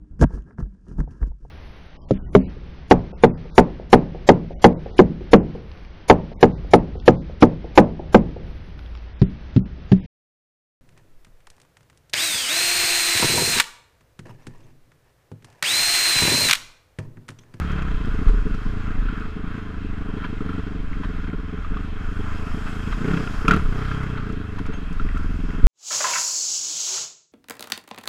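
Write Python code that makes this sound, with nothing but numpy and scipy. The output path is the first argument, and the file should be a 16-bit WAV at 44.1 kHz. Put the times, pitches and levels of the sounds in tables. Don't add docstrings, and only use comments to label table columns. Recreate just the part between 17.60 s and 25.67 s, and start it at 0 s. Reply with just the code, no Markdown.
import sys
import numpy as np
from scipy import signal
from scipy.io import wavfile
from scipy.ndimage import uniform_filter1d

SR = 44100
rng = np.random.default_rng(int(sys.argv[2]) if len(sys.argv) > 2 else 0)


def wav_record(signal):
    frames = np.transpose(np.atleast_2d(signal))
    bounded = np.clip(frames, -1, 1)
    quanta = np.round(bounded * 32767).astype(np.int16)
    wavfile.write(sys.argv[1], SR, quanta)


def voltage_ratio(decibels):
    exponent = np.asarray(decibels, float) / 20
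    return 10 ** exponent


N = 355881
TIME = np.arange(N) / SR

# start_s, peak_db, pitch_hz, t60_s,
# direction
JOLTS = [(0.291, -17, 35.6, 1, 1), (.585, -21, 34, 0.27, 0.36), (.668, 2, 29., .16, 1),
         (.702, -12, 37., .8, 1), (1.376, -11, 33.2, 0.55, 0.73), (3.187, -13.5, 38, 0.5, -0.41),
         (3.352, -19, 30.5, 1, 0.65), (4.086, -16.5, 37, 0.37, 0.81), (4.487, -21, 37, 0.46, -1.3),
         (5.31, -9.5, 36.3, 0.2, 0.91), (5.873, -15, 30.3, 0.28, 0.93), (5.928, -39, 35.8, 0.42, 0.5),
         (6.039, -7, 23.8, 0.23, 0.93), (7.245, -21, 29.8, 0.21, -0.61), (7.302, -20.5, 171, 0.087, 1),
         (7.43, -17.5, 21.8, 0.95, 0.81), (7.701, -11, 33.2, 0.77, 0.37), (8.038, 6.5, 29.5, 0.22, 0.83)]
HUM_DB, SWAY_DB, WANDER_DB = -52, -28, -6
SWING_DB, SWING_S = -16.5, 0.2
SWAY_TOP_HZ = 60
OPENING_SWING, OPENING_S = -.1, .004

DEAD_HZ, DEAD_WIDTH_HZ, DEAD_SHARE = 50.5, 24, 0.52

# pitch_hz, width_hz, level_db
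HOUSING_MODES = [(560, 620, -13.5), (687, 365, -8.5), (1043, 190, -4), (1340, 530, 0), (1500, 585, -4.5),
                 (2120, 530, -11), (2612, 370, -9.5), (3184, 324, -11), (3700, 1530, -21.5)]
# pitch_hz, width_hz, level_db
RUSTLE_MODES = [(5000, 1470, -3), (6600, 1430, -7.5), (7680, 1260, -10.5), (10001, 3500, -16),
                (13201, 1800, -21.6)]

# start_s, peak_db, pitch_hz
RATTLES = [(0.106, -33, 1437), (0.4565, -33, 3400), (0.9436, -28, 1340), (1.487, -23, 1420),
           (1.623, -26.5, 1386), (1.6584, -30, 1380), (2.6285, -30, 1350), (2.807, -28, 1293),
           (2.891, -25.5, 1300), (2.9318, -26.5, 1330), (3.4355, -27.5, 1010), (3.6425, -28.5, 1460),
           (3.731, -29, 1405), (4.048, -27, 1230), (4.144, -28.5, 1360), (4.1703, -23, 1170),
           (5.328, -24, 1210), (5.504, -26, 1448), (5.535, -21, 1390), (5.676, -23.5, 1420),
           (5.8828, -5, 1326), (5.9104, -2, 1413), (5.936, -10, 1330), (6.2915, -26, 1340),
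           (6.3146, -22, 1340), (6.9835, -30, 1000), (7.0558, -33, 1240), (7.398, -21, 1340),
           (7.4896, -30, 2600), (7.5713, -23, 1340)]
# start_s, peak_db, pitch_hz
CHATTER = [(0.019, -27, 1310), (0.1636, -27, 1340), (0.2287, -25, 1290), (0.5036, -28, 1440),
           (0.6572, -29, 1110), (2.5799, -29.5, 1054), (2.602, -27, 1440), (2.9805, -29, 1330),
           (3.0724, -32, 1530), (4.5694, -23, 1480), (5.2888, -31, 1390), (5.3777, -30, 1220),
           (5.4778, -24, 1440), (5.6271, -31, 1380), (5.8475, -28, 1340), (5.9967, -22, 1300),
           (6.059, -23, 1290), (6.2259, -27, 1264), (6.5096, -32, 1390), (6.554, -26.5, 1520),
           (6.6999, -24, 1325)]
# start_s, peak_db
TICKS = [(0.1171, -42), (0.222, -43), (0.4555, -45), (0.5068, -56.1), (0.5433, -46), (0.6834, -41),
         (0.8775, -49.1), (0.9444, -43.1), (1.5979, -49), (1.7041, -53.1), (4.6479, -56.1), (4.7502, -49),
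         (5.7415, -57), (5.881, -23.5), (5.91, -26), (5.937, -32), (6.4304, -42), (6.6898, -52.1),
         (6.7227, -46), (6.9871, -44), (7.0634, -43.1), (7.1358, -53), (7.3278, -44), (7.5751, -42),
         (7.6312, -46.1)]
# start_s, peak_db, pitch_hz
SNAPS = [(0.0209, -32, 2170), (0.2209, -31, 2610), (1.6087, -35, 2500), (2.6439, -31.5, 2270),
         (3.3303, -32, 2100), (3.4351, -39, 2100), (3.676, -36, 2160), (3.701, -34, 2000),
         (4.9826, -39, 2170), (5.3253, -29, 2040), (5.4445, -32, 2050), (5.6735, -31, 2670),
         (5.8521, -31, 1900), (5.8815, -11, 2500), (5.9105, -11, 2100), (6.4313, -31, 2050),
         (6.571, -32, 2050), (6.987, -36, 2140), (7.0569, -38, 2310), (7.1362, -40, 2150),
         (7.4889, -30, 1980), (7.9054, -32, 2030)]
# start_s, peak_db, pitch_hz, t60_s
PING = (7.135, -49.5, 6420., .16)
CRACK_DB = -32
KNOCK_T60_S, BOUNCE_S, BOUNCE_DB = .024, .008, -10
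KNOCK_HZ = 1400
SNAP_DB, SNAP_S, SNAP_WIDTH_HZ = -1, 0.0028, 520

# start_s, level_db
LITTER = [(0., 7.5), (.25, 1.5), (.6, 5), (1.08, 4.5), (1.4, 0.2), (2.36, -1.5), (2.8, 1), (3.39, 1.5),
          (3.75, -2.5), (4.3, 1.7), (4.95, 10), (5.8, 14), (6.09, 10), (6.81, 2), (7.42, 3), (7.75, 7),
          (8.07, 3.5)]
# start_s, level_db, length_s, groan_hz
SCUFFS = [(0.663, -43.5, 0.047, 840), (2.632, -43, 0.036, 1000), (2.834, -61, 0.28, 675),
          (5.057, -44, 0.038, 1500), (5.312, -39.5, 0.038, 1200), (5.256, -60, 0.057, 820),
          (6.443, -70, 0.35, 685), (6.57, -40, 0.022, 805), (3.428, -44, 0.032, 970),
          (3.66, -52, 0.038, 890), (5.889, -35, 0.019, 2600), (5.908, -35, 0.036, 2400),
          (5.935, -46, 0.039, 2830), (6.981, -42, 0.024, 950), (7.055, -48, 0.03, 820),
          (7.117, -48.5, 0.04, 824), (0.07, -48, 0.079, 1600), (.155, -46, 0.064, 1500)]
BRIGHT_DB = -61.5
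CRUSH_DB, CRUSH_DB_PER_REV, CRUSH_LITTER_SHARE, CRUSH_LOAD_SHARE = -42, 0.205, 0.28, 0.029

# start_s, crank_turns_per_s
REVS = [(0.0, 36.03), (0.86, 23.24), (1.08, 27.83), (2.66, 24.76), (2.78, 25.53), (2.88, 22.46),
        (3.22, 24.71), (3.72, 19.48), (4.34, 25.02), (5.44, 28.36), (5.51, 34.57), (5.78, 24.96),
        (5.97, 38.91), (6.06, 29.86), (6.42, 33.0), (6.92, 24.52), (7.52, 20.31), (8.07, 21.08)]
START_TURNS = .56
CRUISE_REVS, CRUISE_LOAD_DB = 26, -23
# start_s, load_db, first_cylinder_lead_db, even_turn_lope_db
THROTTLE = [(0.0, -25.0, -6.0, -1.0), (0.3, -23.0, -1.5, 0.5), (0.6, -23.0, -0.5, 6.0),
            (0.95, -26.5, -2.5, -1.0), (1.26, -25.0, -1.5, 1.0), (1.62, -25.0, -1.0, 4.0),
            (1.9, -27.0, -1.0, 3.0), (2.25, -26.0, -1.0, -2.0), (2.6, -25.0, 1.5, -3.5),
            (3.0, -23.0, 1.5, -0.5), (3.4, -24.5, -2.0, -0.5), (3.8, -25.0, 0.5, -0.0),
            (4.4, -29.0, -2.0, 2.5), (5.2, -24.5, -1.5, 1.5), (6.15, -23.5, -1.5, -1.0),
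            (6.9, -27.0, -2.0, -0.5), (7.35, -24.0, 1.0, -0.0), (8.07, -20.5, 0.0, -0.5)]
# start_s, extra_load_db, half_length_s
BLIPS = [
    (0.907, 4, 0.11),
    (2.88, 2, 0.23),
    (3.266, -7.5, 0.046),
    (3.721, 6.5, 0.033),
    (4.2, 2.5, 0.092),
    (5.509, 8.5, 0.16),
    (5.918, 12, 0.084),
    (6.404, 2.5, 0.36),
    (7.297, -1, 0.032),
]
SECOND_LOPE, LOPE_WANDER_DB = -0.7, .6
STEADY_LOAD_DB, LOOSE_LOAD_DB = -17, -25
# start_s, first_cylinder_db, second_cylinder_db
ODD_TURNS = [(0.068, 0.0, -6.0), (0.155, 7.0, -1.0), (0.373, -2.0, -6.0), (0.474, 1.0, 5.0),
             (0.509, -7.0, -6.0), (0.733, 2.0, 3.0), (0.815, -6.0, -6.0), (0.857, 4.0, 2.0),
             (0.98, -1.0, -11.0), (1.018, 2.0, -7.0), (1.055, 1.0, 5.0), (1.163, -1.0, 4.0),
             (1.199, 3.0, -6.0), (1.235, -8.0, 2.0), (1.307, 4.0, -1.0), (1.684, -6.0, -5.0),
             (1.721, 2.0, -10.0), (1.759, -5.0, 9.0), (1.796, 7.0, -8.0), (1.834, -8.0, 7.0),
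             (1.944, 1.0, 4.0), (1.981, 5.0, 0.0), (2.249, 4.0, 0.0), (2.53, -4.0, 4.0), (2.77, -2.0, -7.0),
             (3.026, -13.0, -5.0), (3.233, 1.0, 4.0), (3.402, 4.0, 3.0), (3.684, 4.0, 1.0),
             (3.93, 3.0, 4.0), (4.022, -8.0, -8.0), (4.066, -1.0, -9.0), (4.11, 2.0, 5.0),
             (4.595, 7.0, 4.0), (4.9, -7.0, 0.0), (4.937, 0.0, 4.0), (4.974, 4.0, 0.0), (5.048, -8.0, 3.0),
             (5.266, -3.0, 6.0), (5.338, -10.0, -1.0), (5.537, 3.0, 3.0), (5.776, -9.0, -5.0),
             (5.814, 1.0, -13.0), (5.849, 6.0, -5.0), (6.246, -6.0, -5.0), (6.278, -9.0, -1.0),
             (6.659, -2.0, 4.0), (6.694, 2.0, 5.0), (6.73, 5.0, 0.0), (6.766, 2.0, 4.0), (6.804, 8.0, -4.0),
             (7.004, 7.0, 2.0), (7.046, -8.0, -1.0), (7.089, 6.0, 3.0), (7.132, -8.0, -2.0),
             (7.265, -10.0, -2.0), (7.356, -10.0, -4.0), (7.451, 4.0, 2.0), (7.5, -6.0, -3.0),
             (7.841, 3.0, -1.0)]
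# start_s, delay_s, half_length_s
RUTS = [
    (.06, .0025, .1),
    (1.35, -.001, .25),
    (1.73, .005, .2),
    (2.15, -.004, .19),
    (5.89, .002, .04),
]

# period_ms, lean_ms, width_ms, can_share_db
THUMPS = [
    (4.5, .9, 1.6, 0),
    (5.3, .1, 2.2, -5),
]
# pitch_hz, width_hz, level_db
EXHAUST_MODES = [(173.3, 18.8, 0), (276, 30, -.5)]
# start_s, level_db, half_length_s
CAN_SWELLS = [(.2, 0.5, 0.086), (0.76, 5.5, 0.15), (1.264, -4, 0.14), (2.318, -2.5, .1), (3.98, 2.5, 0.075),
              (4.57, 2, .1), (5.464, 4.5, 0.098), (5.88, 4.5, 0.12), (6.2, 0, .15), (7.05, 3, 0.24),
              (7.746, -5.5, 0.17)]
CAN_SCATTER_DB = 1.2

# crank_multiple, level_db, db_per_extra_rev, lag_cycles, extra_lag_per_rev
INERTIA = [(2, -35.5, .85, .28, .018), (3, -36, -.15, .65, .012), (4, -36, 0, .9, -.008)]
# pitch_hz, half_width_hz, level_db
FRAME_MODES = [(66, 18.7, -3.5), (84, 16, -0.5), (131, 16, -2.5)]
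# start_s, level_db
GRIP = [(0, 1), (.5, 0), (1.1, 0.5), (1.6, -1.5), (2.3, -0.5), (2.8, 0.5), (3.5, -1), (4.1, -0.5), (4.6, 0),
        (5.2, -2), (5.7, -2.5), (6.3, 2.5), (6.8, 2.5), (7.2, -2), (7.6, 0), (8.07, -0.5)]
SHAKE_WANDER_DB, FRAME_FLOOR = 1.5, .12


def unit(x):
    return x / np.sqrt(np.mean(x ** 2))


def curves(table):
    s, *columns = np.transpose(table)
    return [np.interp(TIME, s, c) for c in columns]


def hump(t, s, half):
    return np.clip(2 - 2 * abs(t - s) / half, 0, 1)


def walk(rate):
    k = int(SR / rate)
    held = np.repeat(rng.standard_normal(N // k + 1), k)
    return 1.96 * uniform_filter1d(uniform_filter1d(held, k), k)[:N]


def add(out, s, sound):
    i = int(s * SR)
    out[i:i + len(sound)] += sound[:N - i]


def band(x, hz, width):
    return signal.lfilter(*signal.iirpeak(hz, hz / width, SR), x)


def band_twice(x, hz, width):
    return band(band(x, hz, width), hz, width)


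def body(x, modes):
    return sum((-1) ** k * voltage_ratio(db) * band_twice(x, hz, width) for k, (hz, width, db) in enumerate(modes))


def ring(hz, t60, rise):
    t = np.arange(int(t60 * SR)) / SR
    return np.sin(2 * np.pi * hz * t) * np.exp(-np.log(1000) * t / t60) * (1 - np.exp(-t / rise))


def mount():
    hum = unit(band_twice(rng.standard_normal(N), 37.5, 9.))
    sway = unit(band_twice(rng.standard_normal(N), 13.0, 43.0))
    sway = signal.sosfilt(signal.butter(2, SWAY_TOP_HZ, fs=SR, output="sos"), sway)
    swing = sum(voltage_ratio(min(db, -12) + SWING_DB) * np.exp(-abs(TIME - s) / SWING_S) for s, db, *_ in JOLTS)
    out = voltage_ratio(HUM_DB + WANDER_DB * walk(2.79)) * hum + (voltage_ratio(SWAY_DB) + swing) * sway
    for s, db, hz, t60, direction in JOLTS:
        add(out, s, direction * voltage_ratio(db + 2.5) * ring(hz, t60, .008))
    return out + OPENING_SWING * np.exp(-TIME / OPENING_S)


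def rattles():
    knocks, cracks, rings = np.zeros((3, N))
    t = np.arange(4000) / SR
    scrape = np.exp(-t / 0.0064) + voltage_ratio(-12.0) * np.exp(-t / 0.017)
    for s, db, hz in RATTLES + [(s, db - 4, hz) for s, db, hz in CHATTER]:
        noise = rng.standard_normal((2, 4000)) * scrape
        knock = ring(hz, KNOCK_T60_S * min(1, KNOCK_HZ / hz) ** 2, 0.00094)
        bounce_db = BOUNCE_DB * max(1, hz / KNOCK_HZ)
        for k in range(3):
            add(rings, s - .0012 + k * BOUNCE_S, voltage_ratio(db + 3.5 + k * bounce_db) * knock)
        add(knocks, s - .0007, voltage_ratio(db + 0.5) * noise[0])
        add(cracks, s - .0007, voltage_ratio(db + CRACK_DB) * noise[1])
    for s, db in TICKS:
        add(cracks, s, voltage_ratio(db + 4.5) * rng.standard_normal(4000) * np.exp(-t / 0.0064))
    for s, db, hz in SNAPS:
        snap = rng.standard_normal(4000) * np.exp(-t / SNAP_S)
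        snap = body(snap, [(hz, SNAP_WIDTH_HZ, 0)])
        add(rings, s - .001, voltage_ratio(db + SNAP_DB) * snap / abs(snap).max())
    start, db, hz, t60 = PING
    add(rings, start, voltage_ratio(db) * ring(hz, t60, 0.0012))
    return rings + body(knocks, HOUSING_MODES) + body(cracks, RUSTLE_MODES)


def crackle(modes, flicker_db):
    sizes = voltage_ratio(1.46 * rng.exponential(size=N))
    return unit(sum(voltage_ratio(flicker_db * walk(15)) * body(sizes * rng.standard_normal(N), [m]) for m in modes))


def branches():
    drag, groan = np.zeros((2, N))
    for s, db, length, hz in SCUFFS:
        stroke = voltage_ratio(db) * np.hanning(int(length * SR))
        add(drag, s, stroke)
        add(groan, s, stroke * unit(body(rng.standard_normal(len(stroke)), [(hz, 0.34 * hz, 0)])))
    return drag, groan


def leaves(beats, load_db):
    faster, litter_db = curves(REVS)[0] - CRUISE_REVS, curves(LITTER)[0]
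    extra_load_db = load_db - CRUISE_LOAD_DB
    crush_db = CRUSH_DB + CRUSH_DB_PER_REV * faster + CRUSH_LITTER_SHARE * litter_db
    crush_db += CRUSH_LOAD_SHARE * extra_load_db
    buzz_depth = (0.21 + 0.0082 * faster + 0.016 * extra_load_db).clip(0, .5)
    buzz = 1 + buzz_depth * unit(signal.lfilter([1], [1, -.996], np.sqrt(beats)))
    swell = 0.5 * walk(9.8)
    drag, groan = branches()
    crush = (voltage_ratio(crush_db + swell - 1.0) * buzz + voltage_ratio(3.5) * drag) * crackle(HOUSING_MODES, 1.0)
    rustle = (voltage_ratio(BRIGHT_DB + litter_db + swell - 5.0) + voltage_ratio(-51) * drag) * crackle(RUSTLE_MODES, 0.85)
    return crush + rustle + groan


def pistons(turns, revs):
    faster, out = revs - CRUISE_REVS, 0
    for k, db, db_per_rev, lag, lag_per_rev in INERTIA:
        modes = sum(voltage_ratio(d) / (1 + ((k * revs - hz) / width) ** 2) for hz, width, d in FRAME_MODES)
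        db = db + db_per_rev * faster + SHAKE_WANDER_DB * walk(6)
        shake = np.cos(2 * np.pi * (k * turns - lag - lag_per_rev * faster))
        out = out + (FRAME_FLOOR + modes) * voltage_ratio(db) * shake
    return voltage_ratio(curves(GRIP)[0]) * out


def crank():
    load, lead, lope = curves(THROTTLE)
    load = load + sum(db * hump(TIME, s, half) for s, db, half in BLIPS)
    lope = lope + LOPE_WANDER_DB * walk(5.1)
    turns = START_TURNS + np.cumsum(curves(REVS)[0]) / SR
    return turns, (load + lead, load - lead), (lope, SECOND_LOPE * lope)


def firing(n, turns, revs, loads, lopes, chance):
    odd_db = np.zeros((2, len(n)))
    for when, *db in ODD_TURNS:
        odd_db[:, np.argmin(abs(np.interp(n, turns, TIME) - when))] = db
    gap = 1 / 4 - np.clip((np.interp(n, turns, revs) - 28) / 120, 0, .035)
    fired = np.zeros((2, N))
    for k in range(2):
        at = np.interp(n + k * gap, turns, TIME) + chance[k]
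        at = at - .001 + sum(delay * hump(at, when, half) for when, delay, half in RUTS)
        db = np.interp(at, TIME, loads[k]) + np.interp(at, TIME, lopes[k]) * (-1) ** n
        fired[k][(at * SR).astype(int)] = voltage_ratio(db + chance[2 + k] + odd_db[k])
    return fired


def exhaust_thumps(fired):
    ms = np.arange(-400, 401) / SR * 1000
    window = np.hanning(len(ms))
    out = 0
    for impulses, (period, lean, width, _) in zip(fired, THUMPS):
        shape = np.cos(2 * np.pi * ms / period) * np.exp(-((ms + lean) / width) ** 2 / 2)
        out = out + signal.fftconvolve(impulses, shape - 2 * shape.mean() * window, "same")
    return out


def silencer_can(fired):
    blown = sum(voltage_ratio(can_db) * impulses for impulses, (*_, can_db) in zip(fired, THUMPS))
    loose_db = sum(db * hump(TIME, s, half) for s, db, half in CAN_SWELLS)
    struck = blown * voltage_ratio(CAN_SCATTER_DB * walk(19) + loose_db)
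    return voltage_ratio(35.5) * band(band_twice(struck, 420.0, 99.0), 387.0, 160.0)


def exhaust(fired, revs, load_db):
    thumps = exhaust_thumps(fired)
    pipe = voltage_ratio(-1.5) * (thumps + sum(voltage_ratio(db) * band(thumps, hz, width) for hz, width, db in EXHAUST_MODES))
    cancel = np.clip((revs - 27) / 8, 0, .5) * np.clip((-12 - load_db) / 5, 0, 1)
    pipe -= cancel * band(pipe, 271.0, 68.0)
    flutter = unit(band_twice(rng.standard_normal(N), 200., 250.))
    pipe += flutter * voltage_ratio(load_db - 30)
    can = silencer_can(fired)
    pipe = pipe - voltage_ratio(-1.5) * (can + voltage_ratio(-3) * band(can, 436., 26.))
    return pipe - .9 * band(pipe, 474., 24.)


def engine():
    turns, loads, lopes = crank()
    revs = np.gradient(turns, TIME)
    n = np.arange(np.ceil(turns[0]), turns[-1] - 1 / 4)
    chance = rng.standard_normal((len(n), 5)).T * [[.0003], [.0005], [.9], [.9], [1.]]
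    mean_load_db = np.interp(n, turns, loads[0] + loads[1]) / 2
    chance = chance * np.interp(mean_load_db, [LOOSE_LOAD_DB, STEADY_LOAD_DB], [1.2, .35])
    fired = firing(n, turns, revs, loads, lopes, chance)
    shake = voltage_ratio(np.interp(turns, n, chance[4])) * pistons(turns, revs)
    return exhaust(fired, revs, loads[1]) + shake, sum(fired), loads[0]


def scene():
    motor, beats, load_db = engine()
    frame = motor + mount()
    frame = frame - DEAD_SHARE * band(frame, DEAD_HZ, DEAD_WIDTH_HZ)
    return (frame + leaves(beats, load_db) + rattles())[None]


def roll_off(x):
    return signal.sosfilt(signal.butter(12, 15270, fs=SR, output="sos"), x)


def record(dry):
    mix = np.tanh(dry / 1.6).clip(-.62, .62) * 1.6
    return roll_off(mix)


dry = scene()
out = record(dry)
wav_record(out)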